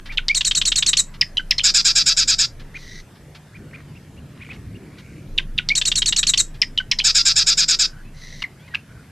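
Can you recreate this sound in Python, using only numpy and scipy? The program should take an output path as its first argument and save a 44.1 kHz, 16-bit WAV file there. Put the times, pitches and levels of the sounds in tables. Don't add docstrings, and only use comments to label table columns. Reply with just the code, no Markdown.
import sys
import numpy as np
from scipy import signal
from scipy.fft import rfft, irfft, next_fast_len
from scipy.io import wavfile
from scipy.ndimage import uniform_filter1d, map_coordinates

SR = 44100
rng = np.random.default_rng(int(sys.argv[2]) if len(sys.argv) > 2 else 0)


def generate_wav(sig):
    pcm = np.round(np.clip(np.atleast_2d(sig).T, -1, 1) * 32767).astype(np.int16)
    wavfile.write(sys.argv[1], SR, pcm)


N = 401751

CHIRP_RISE_S, CHIRP_DROP_S = 0.026, 0.0118


def gain_of(db):
    return 10 ** (np.asarray(db) / 20)


def evened(x):
    return x / np.sqrt(np.mean(x ** 2) + 1e-20)


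def read(points, hz):
    f, value = np.transpose(points)
    return np.interp(np.log(hz + 1), np.log(f + 1), value)


def add(mix, s, sound):
    at = round(s * SR)
    sound = sound[max(-at, 0):]
    part = mix[max(at, 0):][:len(sound)]
    part += sound[:len(part)]


def wander(count, hz):
    at = np.arange(count) * hz / SR
    values = rng.standard_normal(int(count * hz / SR) + 4)
    return map_coordinates(values, [at + 1], order=2, mode="nearest")


def colour(x, points):
    size = next_fast_len(N + 4096)
    gain = gain_of(read(points, np.fft.rfftfreq(size, 1 / SR)))
    return irfft(rfft(x, size) * gain, size)[:N]


def resonate(x, hz, width):
    turn = np.exp(2j * np.pi * np.cumsum(hz * np.ones(len(x))) / SR)
    r = np.exp(-np.pi * width / SR)
    at_baseband = signal.lfilter([1 - r], [1, -r], x / turn)
    return 2 * (turn * at_baseband).real


def steadied(x, size):
    power = abs(uniform_filter1d(uniform_filter1d(x ** 2, size=size), size=size))
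    return x / np.sqrt(2 * (power + 0.031 * power.mean()) + 1e-18)


def ease(t, start, length):
    return 0.5 - 0.5 * np.cos(np.pi * np.clip((t - start) / length, 0, 1))


def envelope(t, attack, release):
    return ease(t, 0, attack) * ease(t[-1] - t, 0, release)


def pulses(rate, jitter, shimmer_db, limp):
    count = len(rate)
    uneven_rate = rate * (1 + jitter * wander(count, 700))
    cycle = np.floor(np.cumsum(uneven_rate) / SR + 0.7)
    slaps = np.diff(cycle, prepend=0) * (1 - limp * (cycle % 2))
    return slaps * gain_of(shimmer_db * np.clip(rng.standard_normal(count), -2, 2))


def syllable(hz, rasp, overtone_db, pulse_hz=880, width_hz=1600, jitter=0.12, third_db=-14, skirt_db=-20):
    count, rasp = len(hz), np.clip(rasp, 0, 1)
    phase = 2 * np.pi * np.cumsum(hz * (1 + 0.0067 * wander(count, 430))) / SR
    overtones = np.sin(2 * phase) + gain_of(third_db) * np.sin(3 * phase)
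    whistle = np.sin(phase) + gain_of(overtone_db) * overtones
    slaps = pulses(np.full(count, pulse_hz), jitter, 3.5, 0)
    ring = resonate(resonate(slaps, hz, width_hz), hz, width_hz)
    windpipe = resonate(resonate(slaps, 1700, width_hz), 1700, width_hz)
    rattle = steadied(ring + gain_of(skirt_db) * windpipe, size=90)
    return np.sqrt(1 - rasp) * whistle + np.sqrt(rasp) * rattle


def note(length, from_hz, to_hz, db, fade_db, rasp, **voice):
    # pitch_hz, overtone_db
    overtone_curve = [(1500, -16), (2300, -28), (5000, -30)]
    attack, release = 0.2, 0.24
    glide_bend = 1.153
    t = np.arange(0, length, 1 / SR)
    hz = from_hz + (to_hz - from_hz) * (t / length) ** glide_bend
    tilt_db = fade_db * (t / length - 0.5)
    loudness = gain_of(db + tilt_db) * envelope(t, attack * length, release * length)
    return loudness * syllable(hz, rasp, read(overtone_curve, hz), **voice)


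def arch():
    # pitch_hz, overtone_db
    overtone_curve = [(2400, 4), (3100, 13), (3900, 4.5), (4400, -2.5)]
    low_hz, leap_hz, sag_hz = 2386, 2038, 609
    length_s, leap_s, sag_start_s, sag_s = 0.047, 0.0112, 0.013, 0.021
    t = np.arange(0, length_s, 1 / SR)
    leap, sag = ease(t, 0, leap_s), ease(t, sag_start_s, sag_s)
    hz = low_hz + leap_hz * leap - sag_hz * sag
    whistle_db = -17 - 7.5 * (1 - leap)
    whistle = syllable(hz, rasp=0.048, overtone_db=read(overtone_curve, hz), third_db=-12.5)
    whistle = gain_of(whistle_db) * whistle * envelope(t, attack=0.0018, release=0.017)
    accent_db, accent_s, swell_db = 7.5, 0.015, 11.5
    grate_db = -23.5 + accent_db * np.exp(-t / accent_s) + swell_db * sag
    grate = syllable(np.full(len(t), 7120), rasp=0.85, overtone_db=-30,
                     pulse_hz=1306, width_hz=2750, jitter=0.45, skirt_db=-17)
    grate = gain_of(grate_db) * grate * envelope(t, attack=0.0068, release=0.015)
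    return whistle + grate


def knock():
    return note(0.015, from_hz=3174, to_hz=3174, db=-13.5, fade_db=-8.5, rasp=0.97,
                pulse_hz=913, width_hz=1770, jitter=0.26, skirt_db=-11)


def buzz(jitter=0.06, shimmer_db=3, lower_width_hz=1100, upper_width_hz=1600):
    # centre_hz, width_hz, level_db
    throat = [(1550, 900, -12), (2400, 1000, -13), (4000, 900, -8), (11000, 1500, -24)]
    length_s, close_start_s, close_s = 0.085, 0.027, 0.026
    t = np.arange(0, length_s, 1 / SR)
    closed = ease(t, close_start_s, close_s)

    def closing(when_open, when_closed):
        return when_open + (when_closed - when_open) * closed

    scoop, scoop_s, waver = 0.14, 0.026, 0.025
    rate = closing(838, 669) * (1 - scoop * (1 - ease(t, 0, scoop_s)) + waver * wander(len(t), 35))
    limp = np.clip(closing(0.14, 0.55) + 0.33 * wander(len(t), 77), 0, 1)
    drive = evened(pulses(rate, jitter, shimmer_db, limp))
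    drive = drive + 0.3 * rng.standard_normal(len(drive))

    surge_db = 2 * np.sin(np.pi * closed)
    upper_fade_db, fade_start_s, fade_s = -52.5, 0.041, 0.0072
    upper_db = surge_db - 2 + upper_fade_db * ease(t, fade_start_s, fade_s)
    lower_hz, upper_hz = closing(5150, 4790), closing(6920, 5772)
    modes = throat + [(lower_hz, lower_width_hz, 0), (upper_hz, upper_width_hz, upper_db)]
    ringing = sum(gain_of(db) * resonate(resonate(drive, hz, width), hz, width) for hz, width, db in modes)
    loudness = gain_of(closing(-7.5, -11.5) + surge_db) * envelope(t, attack=0.018, release=0.014)
    sound = loudness * steadied(ringing, size=200)
    add(sound, 0.008, note(0.007, from_hz=7360, to_hz=7360, db=-13.5, fade_db=0, rasp=0.16))
    return sound


def beats(trill, count):
    start_s, period_s, lag_s = trill
    return [(k, start_s + period_s * k + lag_s * k ** 2, k / (count - 1)) for k in range(count)]


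def wren():
    song_starts = [0.0, 5.4055]
    # start_s, length_s, from_hz, to_hz, level_db (before the beak), tilt_db over the note, rasp 0-1
    chips = [(-.0272, .0045, 3300, 3100, -12.5, 4, 1), (-.023, .0068, 4150, 2000, -8.5, 2.5, .03),
             (-.0145, 0.017, 1625, 1530, -23, -11, 0.4), (0.173, 0.0047, 3220, 3060, -17, 1.5, 0.96),
             (0.1779, 0.0081, 4310, 1830, -11, 10.5, 0.03), (.188, 0.012, 1530, 1430, -21, -12, 0.07),
             (0.2829, 0.0024, 4800, 4500, -7.5, 0, 1), (0.2867, .004, 4410, 3430, -10.5, 7, 0.34),
             (0.293, .029, 2100, 2433, -11, 3, 0.01), (1.2112, 0.0061, 5370, 4760, -4.5, -4, 0.1),
             (1.2116, 0.011, 4170, 3160, -18.5, -1.5, 0.7), (1.21, 0.026, 2730, 1626, -15.5, -3.5, 0.37),
             (1.3703, 0.0049, 3350, 3200, -13, -1, 0.96), (1.3785, .0075, 3110, 2950, -11.5, 0, .02),
             (1.394, 0.017, 1563, 1480, -18.5, -9, 0.04), (1.5083, 0.0065, 5380, 4980, -5.5, -4, 0.35),
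             (1.5084, 0.013, 4200, 3180, -16, 1.5, 0.76), (1.506, 0.027, 2760, 1578, -16.5, -4.5, 0.4),
             (1.5806, 0.017, 4830, 3200, -14.5, -13, 1), (1.595, 0.0034, 2540, 2300, -11, 3.5, 0.2),
             (1.6035, 0.0041, 3324, 3000, -18, 1.5, 0.05), (1.611, .0045, 3255, 2885, -19, -0.5, 0)]
    # frequency_hz, gain_db
    beak = [(300, -41.5), (700, -16), (1400, -7), (3000, 3), (7800, -3.5), (9000, -10.5), (9900, -14.5),
            (11700, -17), (13500, -19.5)]
    whistle_trill, whistle_beats = (0.3452, 0.1005, 0.00055), 7
    buzz_trill, buzz_beats = (1.631, 0.1046, 0.00033), 8
    knock_delay_s, knock_lag_s = 0.062, 0.0013
    start_db, swell_db, tire_db = -0.5, 3.5, -1.9
    out = np.zeros(N)
    for begin in song_starts:
        for s, *shape in chips:
            add(out, begin + s, note(*shape, pulse_hz=1002, width_hz=1390, jitter=0.084, skirt_db=-13.5))
        for k, s, progress in beats(whistle_trill, whistle_beats):
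            effort = gain_of(start_db + swell_db * progress ** 2)
            add(out, begin + s, effort * arch())
            if k < whistle_beats - 1:
                add(out, begin + s + knock_delay_s + knock_lag_s * k, effort * knock())
        for k, s, progress in beats(buzz_trill, buzz_beats):
            add(out, begin + s, gain_of(tire_db * progress ** 2) * buzz())
    return colour(out, beak)


def reeds(x, spread=0.048):
    # frequency_hz, level_db
    scatter_db = [(1000, -14), (2400, -21.5), (4000, -17), (5200, -13), (7800, -14), (12000, -11.5)]
    # frequency_hz, t60_s
    scatter_t60 = [(1000, 0.25), (4000, 0.13), (8000, 0.18), (13000, .12)]
    count = SR // 2
    sample = np.arange(count)
    sparse = rng.random((3, count)) < 0.12
    taps = rng.standard_normal((3, count)) * sparse * (sample > 90)
    taps = evened(taps) * (1 + 1.6 * np.exp(-sample / (0.023 * SR)))
    hz, t, z = signal.stft(taps, SR, nperseg=256)
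    t60 = np.maximum(read(scatter_t60, hz), 0.02)[:, None]
    decay = np.exp(-np.log(1000) * t / t60)
    balance = np.sqrt(2 * np.log(1000) / (t60 * SR))
    shape = gain_of(read(scatter_db, hz)[:, None]) * decay * balance
    tail = signal.istft(z * shape, SR, nperseg=256)[1]
    ears = tail[:1] + spread * tail[1:]
    return signal.oaconvolve(x[None], ears, axes=1)[:, :N]


def air(patchy_db=2.5, rumble_ref_db=-40):
    # frequency_hz, density_db per Hz
    spectrum = [(15, -56), (25, -23.5), (87, -5), (147, -5.5), (722, -29), (781, -31), (1190, -33),
                (1560, -31.5), (1870, -32), (2640, -37), (4140, -41), (12900, -46), (14000, -65)]
    # time_s, level_db
    rumble = [(0, -46.5), (3.25, -42.5), (3.45, -52.5), (3.57, -42), (4.67, -37.5), (7, -43), (8, -44.5),
              (9.11, -47.5)]
    # frequency_hz, coherence (1 = identical)
    likeness = [(60, 1), (150, 0.99), (370, 0.97), (930, 0.85), (2340, 0.95), (5830, 0.54), (14600, 0.0069)]
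    frames, hz = N // 512 + 5, np.fft.rfftfreq(2048, 1 / SR)
    a, b, c, d, patches = rng.standard_normal((5, frames, len(hz)))
    patches = evened(uniform_filter1d(uniform_filter1d(patches, size=8, axis=0), size=12, axis=1))
    same = np.clip(read(likeness, hz), -1, 1)
    left = a + 1j * b
    right = same * left + np.sqrt(1 - same ** 2) * (c + 1j * d)
    z = np.array([left, right]) * gain_of(read(spectrum, hz) + patchy_db * patches)

    def to_sound(frames_of_noise):
        return signal.istft(frames_of_noise, nperseg=2048, noverlap=1536, time_axis=-2, freq_axis=-1)[1]

    swell_db = np.interp(np.arange(frames) * 512 / SR, *np.transpose(rumble)) - rumble_ref_db
    share = read([(300, 0.9), (900, 0.0), (3000, 0.0), (6000, 0)], hz)
    steady = to_sound(z[0])
    swelling = to_sound(z * gain_of(swell_db[:, None] * share))
    return gain_of(-40) * swelling[:, :N] / steady.std()


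def hum():
    # start_s, end_s, level_db at the start
    spells = [(-.1, 3.06, -30), (5.26, 8.46, -29.5)]
    drone_hz, tone_hz, tone_db = 24.6, 149.7, -51
    fade_db_per_s, edge_s = -2.5, 0.054
    t = np.arange(N) / SR
    drone = np.sin(2 * np.pi * drone_hz * t + 0.4 * wander(N, 4.3)) * (1 + 0.34 * wander(N, 20))
    tone = np.sin(2 * np.pi * tone_hz * t + 0.39 * wander(N, 11)) * (1 + 0.44 * wander(N, 4.5))
    loudness = np.zeros(N)
    for start, end, db in spells:
        edges = ease(t, start, edge_s) * ease(end - t, 0, edge_s)
        loudness += gain_of(db + fade_db_per_s * (t - start)) * edges
    return loudness * drone + gain_of(tone_db) * evened(tone)


def tick(db):
    return note(0.04, from_hz=3600, to_hz=2950, db=db, fade_db=-14, rasp=1.0,
                pulse_hz=880, width_hz=5700, jitter=0.2)


def chirp(peak_hz, db):
    depth, edge_db = 0.36, -11.5
    t = np.arange(-CHIRP_RISE_S, CHIRP_DROP_S, 1 / SR)
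    away = np.where(t < 0, t / CHIRP_RISE_S, t / CHIRP_DROP_S) ** 2
    rasp = 0.08 + 0.5 * ease(t, 0, CHIRP_DROP_S)
    voice = syllable(peak_hz * (1 - depth * away), rasp, overtone_db=-27, pulse_hz=704)
    return gain_of(db + edge_db * away) * envelope(t - t[0], attack=0.0051, release=0.0022) * voice


def neighbours():
    # peak_s, peak_hz, level_db (before the distance filter)
    chirps = [(0.113, 2420, -31.5), (2.767, 2480, -31), (3.564, 2460, -42), (3.755, 2474, -37),
              (3.971, 2790, -47), (4.188, 2880, -50), (4.428, 2490, -37), (4.516, 2590, -33.5),
              (4.763, 2860, -48)]
    # start_s, level_db (before the distance filter)
    ticks = [(0.054, -38), (0.118, -37.5), (1.136, -42.5), (2.593, -43.5), (3.15, -54), (3.345, -42),
             (4.529, -47.5), (4.979, -44), (6.54, -46)]
    # start_s, length_s, from_hz, to_hz,
    # level_db (before the distance filter), tilt_db over the note, rasp 0-1
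    calls = [(8.043, 0.056, 2510, 2700, -54, 0, .2), (8.42, 0.011, 2920, 2800, -20.5, 4, 0.77),
             (8.438, 0.013, 2230, 1870, -21.5, -7, 0), (8.591, 0.1, 2200, 2670, -55, 11, 0.4),
             (8.589, 0.05, 3150, 3660, -55, 0, 0.3), (8.677, .016, 2140, 2030, -44, -4, 0.6),
             (8.702, 0.042, 1880, 1910, -47, 5, 0.3), (8.739, 0.0088, 1574, 1760, -28, -4, 0.1),
             (8.7463, 0.0042, 2530, 2950, -16, 5, 0.27), (8.752, 0.0047, 2910, 2340, -12.5, 4, 0.05)]
    out = np.zeros(N)
    for s, db in ticks:
        add(out, s, tick(db))
    for s, hz, db in chirps:
        add(out, s - CHIRP_RISE_S, chirp(hz, db))
    for s, *shape in calls:
        add(out, s, note(*shape, pulse_hz=917, width_hz=4300))
    return colour(out, [(400, -26.5), (1300, 4), (4500, -0.5), (8000, -14.5), (13000, -12)])


def far_rasps(droop=0.033, flutter=0.87):
    # start_s, length_s, pitch_hz, level_db, overtone_db, pitch_shake (share of the pitch)
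    rasps = [(2.73, 0.29, 2040, -45.5, -5.5, 0.052), (8.135, 0.305, 2030, -46, -5, 0.0392),
             (7.86, .17, 1560, -47.5, -24, 0.046), (8.87, 0.17, 1500, -52, -34, 0.1),
             (3.7, 0.126, 1900, -48, -21.5, .25), (4.33, 0.25, 2400, -47.5, -21, 0.272),
             (4.76, 0.46, 2300, -53, -17, 0.087)]
    out = np.zeros(N)
    for s, length, hz, db, overtone_db, spread in rasps:
        count = int(length * SR)
        pitch = hz * (1 - droop * np.hanning(count) + spread * wander(count, 900))
        phase = 2 * np.pi * np.cumsum(pitch) / SR
        bands = np.sin(phase) + gain_of(overtone_db) * (np.sin(2 * phase) + np.sin(3 * phase))
        hiss = evened(resonate(resonate(rng.standard_normal(count), 4300, 2500), 4100, 2400))
        hiss = gain_of(overtone_db + 1.0) * hiss
        swell = signal.windows.tukey(count, 0.1) * np.minimum(0.14 + 3 * np.arange(count) / count, 1)
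        fluttering = bands * (0.62 + flutter * wander(count, 300))
        add(out, s, gain_of(db) * swell * (fluttering + hiss))
    return out


def scene():
    near, far = wren(), neighbours() + far_rasps()
    to_reeds = near + gain_of(2) * far
    turn = 1.5 * wander(N, 4)
    echoes = reeds(to_reeds * np.cos(turn)) + reeds(to_reeds * np.sin(turn))
    return near + far + echoes + air() + hum()


def record(dry):
    edge_hz, ceiling = 13800, 0.85
    rounded = dry / (1 + (dry / ceiling) ** 6) ** (1 / 6)
    low_pass = signal.firwin(255, edge_hz, window=("kaiser", 8), fs=SR)
    return signal.oaconvolve(rounded, low_pass[None], "same")


dry = scene()
out = record(dry)
generate_wav(out)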